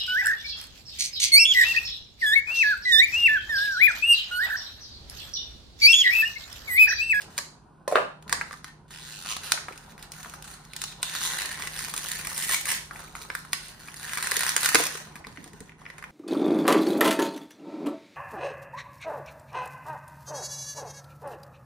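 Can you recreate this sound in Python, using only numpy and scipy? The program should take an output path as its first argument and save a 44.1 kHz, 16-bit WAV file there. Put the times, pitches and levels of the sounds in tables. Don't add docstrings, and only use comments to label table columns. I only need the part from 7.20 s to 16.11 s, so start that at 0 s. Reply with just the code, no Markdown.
import sys
import numpy as np
from scipy import signal
from scipy.fft import rfft, irfft
from scipy.io import wavfile
from scipy.ndimage import uniform_filter1d

SR = 44100
rng = np.random.default_rng(int(sys.argv[2]) if len(sys.argv) > 2 else 0)


def to_wav(sig):
    pcm = np.clip(np.atleast_2d(sig), -1, 1) * 32767
    pcm = np.round(pcm).astype(np.int16)
    wavfile.write(sys.argv[1], SR, pcm.T)


N = 392931
TIME = np.arange(N) / SR
BLOW_S = .005

# (frequency [Hz], relative level [dB])
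CRACK_SPECTRUM = [(1200, -37), (2600, -2.5), (3200, -5), (4100, 0.5), (5500, -2.5), (7000, 0.5),
                  (9500, -0.5), (12000, -2), (14000, -8.5), (16000, -20)]
# (ratio to the main mode [1], relative level [dB], t60 [s])
DOME_MODES = [(.6, -8, 0.033), (.79, -5.5, 0.036), (1, 10.5, 0.01), (1.17, 12, 0.0063), (1.42, -7.5, 0.02),
              (2.9, -6, 0.0081)]
# (ratio to the main mode [1], relative level [dB], t60 [s])
HANDLE_MODES = [(.64, -19.5, 0.021), (.88, -3, 0.013), (1, 2, 0.011), (1.2, 5.5, 0.0066), (1.47, 1, 0.0077),
                (1.75, -7, 0.009), (2.03, -8.5, 0.012), (2.3, -3, 0.0044), (2.9, -10, 0.0061),
                (3.45, -17, 0.0078)]
# (frequency [Hz], gain [dB])
SHEET_RADIATION = [(300, -0.5), (700, -2.5), (1000, 0.5), (1300, 1), (1480, -0.5), (1620, -3), (1780, 0),
                   (2100, -1), (16000, -0.5)]


def amp(db):
    return 10 ** (np.asarray(db) / 20)


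def evened(x):
    return x / np.sqrt(np.mean(x ** 2) + 1e-20)


def read(points, hz):
    f, value = np.transpose(points)
    return np.interp(np.log(hz + 1), np.log(f + 1), value)


def curve(rows):
    s, *columns = np.transpose(rows)
    return [np.interp(TIME, s, c) for c in columns]


def add(mix, s, sound):
    part = mix[max(round(s * SR), 0):][:len(sound)]
    part += sound[:len(part)]


def colour(x, spectrum, size=2048):
    log_gain = np.log(amp(read(spectrum, abs(np.fft.fftfreq(size, 1 / SR)))))
    minimum_phase = np.exp(np.conj(signal.hilbert(log_gain)))
    taps = np.fft.ifft(minimum_phase).real
    return signal.fftconvolve(x, taps[:size // 2])[:len(x)]


def wander(rate_hz):
    hz = np.arange(0, 3 * rate_hz, SR / N)
    spectrum = rfft(rng.standard_normal(N))[:len(hz)]
    return evened(irfft(spectrum * np.exp(-(hz / rate_hz) ** 2), N))


def blow(sound, db):
    return amp(db) * sound * np.sqrt(BLOW_S * SR / (np.sum(sound ** 2) + 1e-20))


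def ring(modes, hz, rise_s, scatter=0.061, size=3000):
    t = np.arange(size) / SR
    ratio, db, t60 = np.transpose(modes)[:, :, None]
    detune, phase = rng.standard_normal((2, len(modes), 1))
    mode_hz = hz * ratio * (1 + scatter * detune)
    waves = amp(db - 60 * t / t60) * np.sin(2 * np.pi * mode_hz * t + phase)
    return waves.sum(0) * (1 - np.exp(-t / rise_s))


def crack(rise_s, fall_s, after_db=-22, after_s=0.0034, size=1500):
    t = np.arange(size) / SR
    decay = np.exp(-t / fall_s) + amp(after_db) * np.exp(-t / after_s)
    shape = (1 - np.exp(-(t / rise_s) ** 2)) * decay
    grain = np.sign(rng.standard_normal(size))
    for _ in range(2):
        phase = np.angle(rfft(grain * shape))
        grain = np.sign(irfft(np.exp(1j * phase), size))
    return colour(grain * shape, CRACK_SPECTRUM)


def strike(clicks, place, sounds):
    out = np.zeros(N)
    for i in np.flatnonzero(clicks):
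        add(out, i / SR, clicks[i] * sounds[int(place[i])])
    return out


def background(air_db=-58, side_db=-11, hum_hz=154, hum_db=-58.5, waver=0.0105):
    # (frequency [Hz], relative level [dB])
    air_spectrum = [(20, -19), (48, -5), (100, -4), (155, 1.5), (230, -4.5), (400, -10), (650, -32),
                    (1000, -10.5), (1500, -42), (2500, -30.5), (6000, -39), (10000, -37), (16000, -58)]
    mid, side = (amp(air_db) * evened(colour(rng.standard_normal(N), air_spectrum, size=8192))
                 for _ in range(2))
    cycles = np.cumsum(hum_hz * (1 + waver * wander(7.64))) / SR
    hum = np.sqrt(2) * np.sin(2 * np.pi * cycles)
    return np.array([mid + amp(hum_db + 2 * wander(2.4)) * hum, amp(side_db) * side])


def echoes(wet_db, near_db, near_s=0.0036, build_s=0.0013):
    # (frequency [Hz], t60 [s])
    reverberation = [(150, 0.33), (500, 0.35), (1500, 0.36), (4500, 0.41), (9000, 0.35), (15000, 0.22)]
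    t = np.arange(SR * 3 // 4) / SR
    near, taps = rng.standard_normal((2, 2, len(t)))
    near *= np.exp(-t / near_s) * (1 - np.exp(-t / 0.00023))
    hz, at, z = signal.stft(taps, SR, nperseg=256)
    decay = amp(-60 * at / read(reverberation, hz)[:, None])
    tail = signal.istft(z * decay, SR, nperseg=256)[1][:, :len(t)]
    tail *= 1 - np.exp(-(t / build_s) ** 2)
    tail = amp(wet_db) * tail / np.linalg.norm(tail[0])
    return tail + amp(near_db) * near / np.linalg.norm(near[0])


def room(x, wet_db, near_db, moves_per_s=3.1, count=3):
    # (frequency [Hz], gain [dB])
    side_width = [(100, -10), (300, -6), (700, 1), (1600, 0), (3000, 2), (6000, 2), (7400, -2), (9300, -4),
                  (10500, -4), (11300, -13), (12200, -15), (13000, -5), (15000, -4)]
    turns = np.maximum(np.cos(2 * np.pi * (moves_per_s * TIME + np.arange(count)[:, None] / count)), 0)
    turns /= np.linalg.norm(turns, axis=0)
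    mid, side = sum(signal.oaconvolve((x * turn)[None], echoes(wet_db, near_db), axes=1)[:, :N]
                    for turn in turns)
    return np.array([x + mid, colour(side, side_width)])


def wobble():
    # (time [s], level [dB])
    sway = [(0, -76), (2.3, -61.5), (5.3, -59), (6.3, -59), (7.2, -72), (8.9, -67)]
    # (frequency [Hz], relative level [dB])
    push_spectrum = [(15, -5.5), (45, 21), (80, 8.5), (130, -2.5), (300, -66)]
    gusts = evened(colour(rng.standard_normal(N), push_spectrum, size=8192))
    return amp(curve(sway)[0]) * gusts


def grip(lump_db=3):
    # (time [s], level [dB])
    rub_levels = [(0, -51.5), (.45, -61.5), (1.05, -57), (1.12, -48), (1.52, -64), (2.3, -55), (3.6, -57.5),
                  (4.2, -53), (6.1, -54.5), (6.3, -59), (7.3, -55.5), (7.9, -55.5), (8.2, -56),
                  (8.6, -61.5), (8.9, -52.5)]
    # (frequency [Hz], relative level [dB])
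    rub_spectrum = [(20, -12.5), (60, 9), (110, 2.5), (200, 9.5), (330, 0), (600, 0), (850, 2.5),
                    (1500, -3.5), (4000, -67)]
    rubbing = rng.standard_normal(N) * amp(lump_db * wander(50))
    return amp(curve(rub_levels)[0]) * evened(colour(rubbing, rub_spectrum))


def skid(at_s=.744, level_db=-33, size=540):
    out = np.zeros(N)
    scuff = np.linspace(0, 1, size) * rng.standard_normal(size)
    handle = ring(HANDLE_MODES, hz=1300, rise_s=0.00038, size=300)
    add(out, at_s, amp(level_db) * evened(signal.fftconvolve(scuff, handle)))
    return out


def knife(tick_trim_db=-1, clack_trim_db=-1):
    # (time [s], tick level before trim [dB],
    # clack level before trim [dB], nominal clack pitch [Hz], thud level [dB], nominal thud pitch [Hz])
    impacts = [(.6778, -29, -31, 1190, -20, 679), (.714, -38, -33, 1000, -29, 680),
               (.7237, -37, -26.5, 1080, -18, 533), (.7315, -45, -35, 1100, -30.5, 480),
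               (.7563, -31.5, -9, 1270, -17, 548), (.7608, -47, -27, 1410, -20, 638),
               (.7665, -46, -19.5, 1330, -24, 600), (.7745, -47, -27, 1150, -25.5, 633),
               (.7842, -44, -27, 990, -22, 600), (.801, -53, -29.5, 950, -34.5, 522),
               (.815, -53, -33, 900, -32.5, 575), (.829, -56, -37, 850, -40, 697)]
    # (ratio to the main mode [1], relative level [dB], t60 [s])
    board_modes = [(.5, -17, 0.011), (.78, -6, 0.008), (.9, -13.5, 0.083), (1, 4, 0.016), (1.3, -1, 0.013),
                   (1.5, -16, 0.065)]
    out = np.zeros(N)
    for s, tick, clack, clack_hz, thud, thud_hz in impacts:
        add(out, s, blow(crack(rise_s=0.0018, fall_s=0.0018), tick + tick_trim_db))
        handle = ring(HANDLE_MODES, clack_hz, rise_s=0.00031, scatter=0.024)
        add(out, s, blow(handle, clack + clack_trim_db))
        add(out, s, blow(ring(board_modes, thud_hz, rise_s=0.0023, scatter=0.051), thud))
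    return out


def thumps(trim_db=-3.0, middle_hz=480, linger=0.93):
    # (time [s], level before trim [dB], nominal pitch [Hz])
    bumps = [(.185, -38, 560), (1.129, -34.5, 514), (2.337, -33.5, 600), (2.507, -40, 378),
             (7.117, -39.5, 392), (7.17, -34.5, 425), (7.367, -38.5, 361.3), (7.547, -19.5, 443),
             (7.554, -29, 342), (7.581, -34, 344), (7.598, -22, 493), (7.602, -32, 300), (7.611, -34, 326),
             (7.616, -41, 140), (7.66, -37, 530), (7.748, -38, 378), (8.073, -38, 192), (8.12, -41, 130),
             (8.181, -42.5, 283), (8.202, -42, 186), (8.228, -42, 200), (8.259, -42, 340),
             (8.276, -46, 300), (8.334, -37.5, 173), (8.403, -45, 319.5), (8.407, -34.5, 183)]
    # (ratio to the main mode [1], relative level [dB], t60 at middle_hz [s])
    card_modes = [(.66, -6, 0.016), (1, 4, 0.022), (1.35, -2.5, 0.019), (1.75, -4, 0.011),
                  (2.3, -3.5, 0.016)]
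    out = np.zeros(N)
    for s, db, hz in bumps:
        modes = np.array(card_modes) * [1, 1, (middle_hz / hz) ** linger]
        add(out, s, blow(ring(modes, hz, rise_s=0.0059, scatter=0.032), db + trim_db))
    return out


def tearing(attack_s=0.0086, release_s=0.01, sag_db_per_s=-6.5):
    # (start [s], end [s], relative fizz [dB], relative card [dB])
    hold = (3, 8, -58.5, -57)
    # (time [s], relative fizz of breaking fibres [dB],
    # relative shaking of card and dome [dB])
    pulls = [
        [(1.68, -54, -67), (1.7, -61, -68), (1.71, -42.5, -48), (1.8, -41, -48), (1.99, -38, -52),
         (2.09, -35, -43), (2.2, -52, -59.5), (2.25, -30, -41), (2.35, -44, -49), (2.45, -52, -44)],
        [(3.83, -40, -46.5), (4.03, -28.5, -34.5), (4.38, -43.5, -40.5), (4.62, -39.5, -45.5), (4.75, -45, -46),
         (4.92, -38.5, -43.5), (5.06, -44, -44), (5.26, -33.5, -35.5), (5.42, -45.5, -60), (5.66, -55, -52)],
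        [(6.76, -45, -52), (6.86, -42, -39), (7.1, -37.5, -36.5), (7.29, -30.5, -30), (7.35, -44.5, -43),
         (7.41, -28.5, -32.5), (7.62, -37, -35.5), (7.69, -44.5, -40.5), (7.78, -40.5, -42), (7.9, -64, -68)],
    ]
    # (time of the height [s], Gaussian width [s],
    # relative fizz [dB], relative card [dB])
    rips = [(2.109, 0.022, -28, -41.5), (4.052, 0.029, -25, -38), (5.328, 0.023, -25, -25.5),
            (5.517, 0.029, -28.5, -29), (7.599, 0.018, -24.5, -30)]
    # (start [s], length before release [s],
    # relative fizz [dB], relative card [dB])
    crinkles = [(0, 0.029, -43.5, -50), (0.095, 0.09, -52.5, -53), (1.095, 0.096, -50, -39),
                (1.256, 0.13, -51, -66), (1.456, 0.033, -50.5, -49), (2.469, 0.25, -50.5, -52.5),
                (2.782, 0.073, -51, -50), (2.927, 0.23, -48, -52), (2.939, 0.062, -50, -50),
                (3.237, 0.11, -44, -50), (3.564, 0.16, -44, -53), (5.724, 0.12, -52.5, -47),
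                (5.95, 0.08, -49.5, -52), (6.111, 0.089, -51, -59), (6.366, 0.15, -50, -53.5),
                (6.588, 0.14, -51, -50), (7.934, 0.033, -63, -61), (8.053, 0.24, -56.5, -58),
                (8.325, 0.17, -61, -59.5), (8.574, 0.46, -62.5, -57.5)]
    start, end, *db = hold
    power = amp(db)[:, None] ** 2 * ((TIME > start) & (TIME < end))
    for pull in pulls:
        during = (TIME >= pull[0][0]) * (TIME <= pull[-1][0])
        power += amp(curve(pull)) ** 2 * during
    for s, width, *db in rips:
        power += (amp(db)[:, None] * np.exp(-.5 * ((TIME - s) / width) ** 2)) ** 2
    t = np.arange(SR) / SR
    for start, length, *db in crinkles:
        release = np.exp(-np.maximum(t - length, 0) / release_s)
        shape = np.minimum(t / attack_s, 1) * amp(sag_db_per_s * t) * release
        for layer, gain in zip(power, amp(db)):
            add(layer, start, (gain * shape) ** 2)
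    return np.sqrt(power)


def keen(x, edge_hz=6500):
    # (time [s], gain [dB])
    treble_gain = [(0, -2), (2.2, -7), (3.0, -1), (3.7, -4.5), (5.2, 6), (6.3, 2), (7.3, 3), (8.0, -3),
                   (8.9, -2)]
    top = signal.sosfiltfilt(signal.butter(2, edge_hz, "high", fs=SR, output="sos"), x)
    return x + (amp(curve(treble_gain)[0]) - 1) * top


def flex(x, depth_db=2.5, size=(9, 36)):
    z = signal.stft(x, SR, nperseg=256)[2]
    patches = rng.standard_normal(z.shape)
    for axis in (0, 1):
        for _ in range(2):
            patches = uniform_filter1d(patches, size[axis] // 2, axis)
    return signal.istft(z * amp(depth_db * evened(patches)), SR, nperseg=256)[1][:N]


def fibres(per_s, spread_db, scrape, grain_s):
    size = amp(spread_db * np.minimum(rng.exponential(1, N), 3))
    breaks = size * (rng.random(N) < per_s / SR)
    energy = signal.lfilter([1], [1, -np.exp(-1 / (grain_s * SR))], breaks ** 2)
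    return np.sqrt(energy / energy.mean() + scrape ** 2)


def slips(jitter):
    # (time [s], nominal slip rate [1/s])
    slip_rate = [(1.71, 287), (1.76, 62), (1.82, 137), (2.05, 81), (2.1, 121), (2.15, 73), (2.26, 284),
                 (3.8, 148), (4.055, 197), (4.08, 98), (4.85, 134), (5.24, 188), (5.33, 420), (5.44, 172),
                 (5.52, 252), (5.8, 115), (6.8, 134), (7.6, 150)]
    rate = curve(slip_rate)[0]
    turns = np.cumsum(rate * np.maximum(1 + jitter * wander(70), 0)) / SR
    size_db = (1.5 + 7 * jitter) * np.tanh(wander(200))
    lets_go = np.diff(np.floor(turns), prepend=0) > 0
    return lets_go * amp(size_db) / np.sqrt(rate)


def zip_ticks(jerks, moves_per_s=1.1, count=12):
    place = np.floor(count * moves_per_s * TIME + 4 * rng.random(N)) % count
    ticks = [blow(crack(rise_s=.0005, fall_s=.0005), 0) for _ in range(count)]
    return evened(strike(jerks, place, ticks))


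def sing(x, width_hz=550):
    # (time [s], pitch [Hz], lift [dB])
    flap_pitch = [(1.7, 3340, 4), (1.95, 3290, -10.5), (2.11, 3070, 7), (2.4, 3230, -18), (3.3, 4470, -3),
                  (3.8, 3560, 13), (4.1, 3480, -1), (4.45, 4540, -8.5), (4.65, 5860, -3.5),
                  (5.2, 4100, -16), (5.33, 2920, 4), (5.42, 5380, -9), (5.52, 3280, -9.5), (6.0, 3850, 9.5),
                  (6.8, 4500, -10), (7.1, 4200, -1), (7.2, 2700, -7), (7.4, 4430, -10), (7.6, 5700, -7)]
    hz, lift_db = curve(flap_pitch)
    turn = np.exp(2j * np.pi * np.cumsum(hz) / SR)
    r = np.exp(-np.pi * width_hz / SR)
    band = 2 * (turn * signal.lfilter([1 - r], [1, -r], x / turn)).real
    return evened(x + amp(lift_db) * band)


def dome_rattle(jerks, detune=0.05, count=28):
    # (time [s], nominal pitch [Hz])
    rim_pitch = [(1.7, 1605), (1.9, 1590), (2.1, 1120), (2.25, 1388), (3.0, 1527), (3.3, 1249), (3.9, 1693),
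                 (4.6, 1730), (5.3, 1897), (5.52, 1830), (5.8, 1288), (6.6, 1600), (7.0, 1602), (7.5, 1649)]
    # (ratio to the main mode [1], relative level [dB], t60 [s])
    rim_modes = [(.64, -9, .02), (1, 5, 0.013), (1.15, 5, 0.0098), (1.45, -1, .008)]
    pitches = np.geomspace(1000, 2300, count)
    wanted = curve(rim_pitch)[0] * (1 + detune * wander(70))
    rings = [blow(ring(rim_modes, hz, rise_s=0.0002, scatter=0.022, size=1000), 0) for hz in pitches]
    place = np.rint(np.interp(wanted, pitches, np.arange(count)))
    return evened(colour(strike(jerks, place, rings), SHEET_RADIATION))


def peel(strength, clump_db=2.5, fizz_trim_db=-4.0, card_trim_db=-4.5):
    # (start [s],
    # unevenness of slips [0-1], power share of slips in fizz [0-1], power share of the dome [0-1])
    seam = [(0, .1, .96, .92), (2.2, .45, .5, .45), (2.4, .45, .8, .8), (3.8, .35, .9, .74),
            (4.15, .6, .88, .74), (5.65, .2, .9, .8), (6.7, .5, .86, .76)]
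    # (frequency [Hz], relative level [dB])
    fizz_spectrum = [(1200, -30), (2300, 2.5), (3000, 6), (4100, 2.5), (5300, 1.5), (7500, -10),
                     (11000, 11.5), (12300, 5), (14000, 4), (15800, -19)]
    # (frequency [Hz], relative level [dB])
    card_spectrum = [(250, -22), (550, -10), (850, -7.5), (1050, 0.5), (1250, -4.5), (1700, -1.5),
                     (2250, -1.5), (2550, -4.5), (3200, -5), (6000, -28.5)]
    fine = fibres(per_s=1500, spread_db=3.5, scrape=0.56, grain_s=0.00013) * amp(clump_db * wander(110))
    starts, *columns = np.transpose(seam)
    jitter, share, hollow = np.array(columns)[:, np.searchsorted(starts[1:], TIME)]
    jerks = slips(jitter)
    fizz, card = (evened(colour(fine * np.sign(rng.standard_normal(N)), spectrum))
                  for spectrum in (fizz_spectrum, card_spectrum))
    fizz = np.sqrt(1 - share) * fizz + np.sqrt(share) * sing(zip_ticks(jerks))
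    card = np.sqrt(1 - hollow) * card + np.sqrt(hollow) * dome_rattle(jerks)
    fizz = strength[0] * amp(fizz_trim_db) * fizz
    card = strength[1] * amp(card_trim_db) * card
    return flex(fizz + card, depth_db=1.5)


def bundles(strength, from_s=4.1, cap_db=-36, trim_db=-3, count=20):
    # (ratio to the main mode [1], relative level [dB], t60 [s])
    bundle_modes = [(.62, -2.5, 0.0049), (1, -7.5, 0.0078), (1.45, -1, .004)]
    happens = (rng.random(N) < 75 / SR) & (TIME > from_s)
    size = np.minimum(strength, amp(cap_db)) * amp(rng.uniform(-7, 4, N))
    sounds = [blow(ring(bundle_modes, hz, rise_s=0.00034, size=600), trim_db)
              for hz in np.geomspace(2400, 10000, count)]
    return strike(happens * size, rng.integers(0, count, N), sounds)


def creases(strength, per_s=22, crowding=.5, busy_db=-41, crack_trim_db=-1.0, spread_db=5.5,
            dome_hz=1644, detune=0.29, count=8):
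    fizz, card = np.minimum(strength, amp(busy_db))
    happens = rng.random(N) < per_s * (fizz / amp(busy_db)) ** crowding / SR
    place, luck = rng.integers(0, count, N), 2 * rng.random((2, N)) - 1
    sharp, hollow = happens * np.array([fizz, card]) * amp(spread_db * luck)
    cracks = [blow(crack(rise_s=0.00035, fall_s=0.00039), crack_trim_db) for _ in range(count)]
    pitches = dome_hz * (1 + detune * np.linspace(-1, 1, count))
    rings = [blow(ring(DOME_MODES, hz, rise_s=0.00027, size=1000), 0) for hz in pitches]
    return colour(strike(sharp, place, cracks) + strike(hollow, place, rings), SHEET_RADIATION)


def snaps(ring_trim_db=-1, strain_db=-20, strain_s=0.025, big_db=-18, growth=0.37, size=500):
    # (time [s], crack level before radiation [dB],
    # ring level before trim and radiation [dB], nominal ring pitch [Hz])
    buckles = [(.179, -22.5, -32.5, 1756), (.186, -26.5, -29.5, 1620), (1.025, -50.5, -58, 1547),
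               (1.079, -45, -48, 1537), (1.095, -33, -33, 1580), (1.126, -17, -18, 1610),
               (1.212, -39.5, -23.5, 1550), (1.217, -47, -37.5, 1660), (1.31, -52, -36, 1440),
               (1.329, -41.5, -37, 1580), (1.339, -50, -39.5, 1393), (1.444, -36.5, -36.5, 1520),
               (1.707, -47, -49, 1620), (1.922, -40, -55, 1590), (2.06, -35, -49, 1580),
               (2.116, -32, -41, 1150), (2.166, -28, -36, 1350), (2.3193, -13, -21.5, 1590),
               (2.376, -47, -32.5, 1560), (2.484, -45.5, -31, 1380), (2.577, -41.5, -50, 2557),
               (2.779, -49.5, -46, 1613), (2.826, -38.5, -66, 2390), (2.919, -36.5, -53, 1745),
               (3.002, -46, -49, 1670), (3.03, -41, -50, 1640), (3.047, -52, -39, 1400),
               (3.059, -60, -40, 1180), (3.097, -40.5, -60, 1513), (3.138, -43, -38.5, 1300),
               (3.224, -40, -51, 1568), (3.243, -44, -56, 1577), (3.451, -47.5, -62, 1692),
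               (3.534, -37.5, -42, 2100), (3.564, -30, -41, 1800), (3.617, -26.5, -38, 1740),
               (3.639, -26, -39, 1406), (3.8289, -20, -30, 1350), (3.951, -30, -33.5, 1409),
               (4.186, -30, -36, 1810), (4.219, -30.5, -32, 1748), (4.258, -29.5, -42, 1690),
               (4.327, -37, -46, 1820), (4.422, -34, -31.5, 1871), (4.473, -35, -32.5, 1800),
               (4.561, -41, -42, 1806), (4.59, -35.5, -35, 1760), (4.607, -41, -36, 1750),
               (4.647, -35, -36, 1830), (4.699, -36.5, -46, 1784), (4.739, -32.5, -32.5, 1203),
               (4.764, -31, -54, 1858), (4.777, -29.5, -44, 1940), (4.844, -38, -55, 1801),
               (4.886, -34.5, -47, 1800), (4.916, -30.5, -42, 1980), (5.049, -41, -37, 1850),
               (5.071, -32.5, -35, 2172), (5.178, -32.5, -38, 1870), (5.187, -40, -48, 1893),
               (5.224, -50, -46, 1811), (5.235, -49, -38, 1800), (5.41, -37.5, -42, 1800),
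               (5.455, -34, -33.5, 2060), (5.469, -36, -35, 1270), (5.71, -53, -33, 1331),
               (5.759, -56, -40.5, 1840), (5.794, -54, -41, 1320), (5.952, -47, -33.5, 1500),
               (5.965, -61, -42, 1170), (6.021, -42.5, -59, 1646), (6.05, -51, -45, 1398),
               (6.101, -50, -28, 1690), (6.151, -35.5, -26.5, 1673), (6.25, -51, -42.5, 1394),
               (6.331, -23, -23.5, 1852), (6.483, -45, -57, 2106), (6.684, -50, -38.5, 1814),
               (6.742, -43.5, -43, 1850), (6.934, -32, -30, 1720), (6.955, -38, -43, 1650),
               (6.973, -33.5, -28, 1651), (6.984, -35, -31, 1589), (7.026, -28, -31, 1759),
               (7.044, -42, -32, 1601), (7.071, -30, -27.5, 1688), (7.112, -27.5, -37, 1570),
               (7.117, -27, -23.5, 1700), (7.141, -33, -38, 1830), (7.167, -23, -32, 1940),
               (7.192, -29, -36, 1887), (7.207, -26.5, -26.5, 1900), (7.233, -29.5, -29, 1650),
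               (7.265, -28, -25, 1700), (7.288, -38, -38, 1751), (7.292, -23.5, -39, 1730),
               (7.301, -34, -37, 1550), (7.318, -33, -47, 1605), (7.364, -19, -21.5, 1700),
               (7.378, -32, -29.5, 1600), (7.432, -30, -27.5, 1620), (7.446, -26, -30, 1600),
               (7.459, -20, -21, 1590), (7.489, -22.5, -26, 1660), (7.546, -15.5, -16.5, 1724),
               (7.554, -18, -12.5, 1670), (7.638, -25, -39, 1580), (7.654, -28, -50, 1526),
               (7.667, -25, -45, 1800), (7.956, -43, -39.5, 1730), (7.963, -47, -43, 1683),
               (8.042, -67, -44.5, 1820), (8.047, -58, -39, 1850), (8.069, -43, -40, 987),
               (8.161, -55, -51, 1766), (8.173, -58, -38.5, 1890), (8.242, -41.5, -49, 1998),
               (8.277, -49, -52, 1790), (8.333, -51, -51, 1800), (8.405, -42, -49, 1810),
               (8.494, -59, -45.5, 1923), (8.52, -68, -49, 1900), (8.617, -62, -46.5, 1000),
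               (8.654, -65, -44, 1950), (8.663, -70, -37.5, 1886), (8.782, -45.5, -41.5, 1730),
               (8.791, -53, -47, 1820), (8.701, -51, -39, 1795), (8.825, -50, -37.5, 1660),
               (8.84, -47, -35, 1810)]
    out = np.zeros(N)
    swell = np.exp((np.arange(size) - size) / SR / strain_s)
    for s, sharp, hollow, hz in buckles:
        span = amp(growth * (sharp - big_db))
        strain = colour(swell * rng.standard_normal(size), CRACK_SPECTRUM)
        add(out, s - size / SR, blow(strain, sharp + strain_db))
        add(out, s + 0.00022, blow(crack(rise_s=0.00067 * span, fall_s=0.00071 * span), sharp))
        dome = ring(DOME_MODES, hz, rise_s=0.00022, scatter=0.055)
        add(out, s + 0.00022, blow(dome, hollow + ring_trim_db))
    return colour(out, SHEET_RADIATION)


def scene():
    # (frequency [Hz], gain [dB])
    bass_loss = [(40, -18), (130, -12), (330, -2.5), (16000, -3.5)]
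    strength = tearing()
    knife_in_room = room(colour(knife() + skid(), bass_loss), wet_db=-4.5, near_db=-8)
    air = background()
    seam_sound = keen(peel(strength) + bundles(strength[0]))
    seam_in_room = room(seam_sound + grip(), wet_db=-5.0, near_db=-10.0)
    dome_sound = keen(creases(strength) + snaps())
    dome_in_room = room(dome_sound + thumps(), wet_db=-7.5, near_db=-5.5)
    mid, side = knife_in_room + air + seam_in_room + dome_in_room
    mid = mid + wobble()
    return np.array([mid + side, mid - side])


def record(dry):
    # (frequency [Hz], excess of the right port [dB])
    port_tilt = [(100, 2), (500, .8), (2000, .6), (5000, 2.5), (7000, 0), (16000, 0)]
    # (frequency [Hz], lead of the right port [rad])
    port_lead = [(0, 0), (2000, 0), (3200, -.8), (4600, -.2), (5900, 1.4), (6900, 2.9), (7600, 3.5),
                 (9000, 6.1), (10000, 6.9), (11200, 9.0), (12200, 9.8), (13300, 12.4), (14800, 12.8),
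                 (16000, 15.7)]
    hz = np.fft.rfftfreq(N, 1 / SR)
    lean = amp(read(port_tilt, hz) / 2)
    lead = np.exp(1j * np.interp(hz, *np.transpose(port_lead)))
    pair = irfft(rfft(dry) * np.array([1 / lean, lean * lead]), N)
    band_limit = signal.firwin(255, 15900, window=("kaiser", 9), fs=SR)
    return signal.oaconvolve(pair, band_limit[None], "same", axes=1)


dry = scene()
out = record(dry)
to_wav(out)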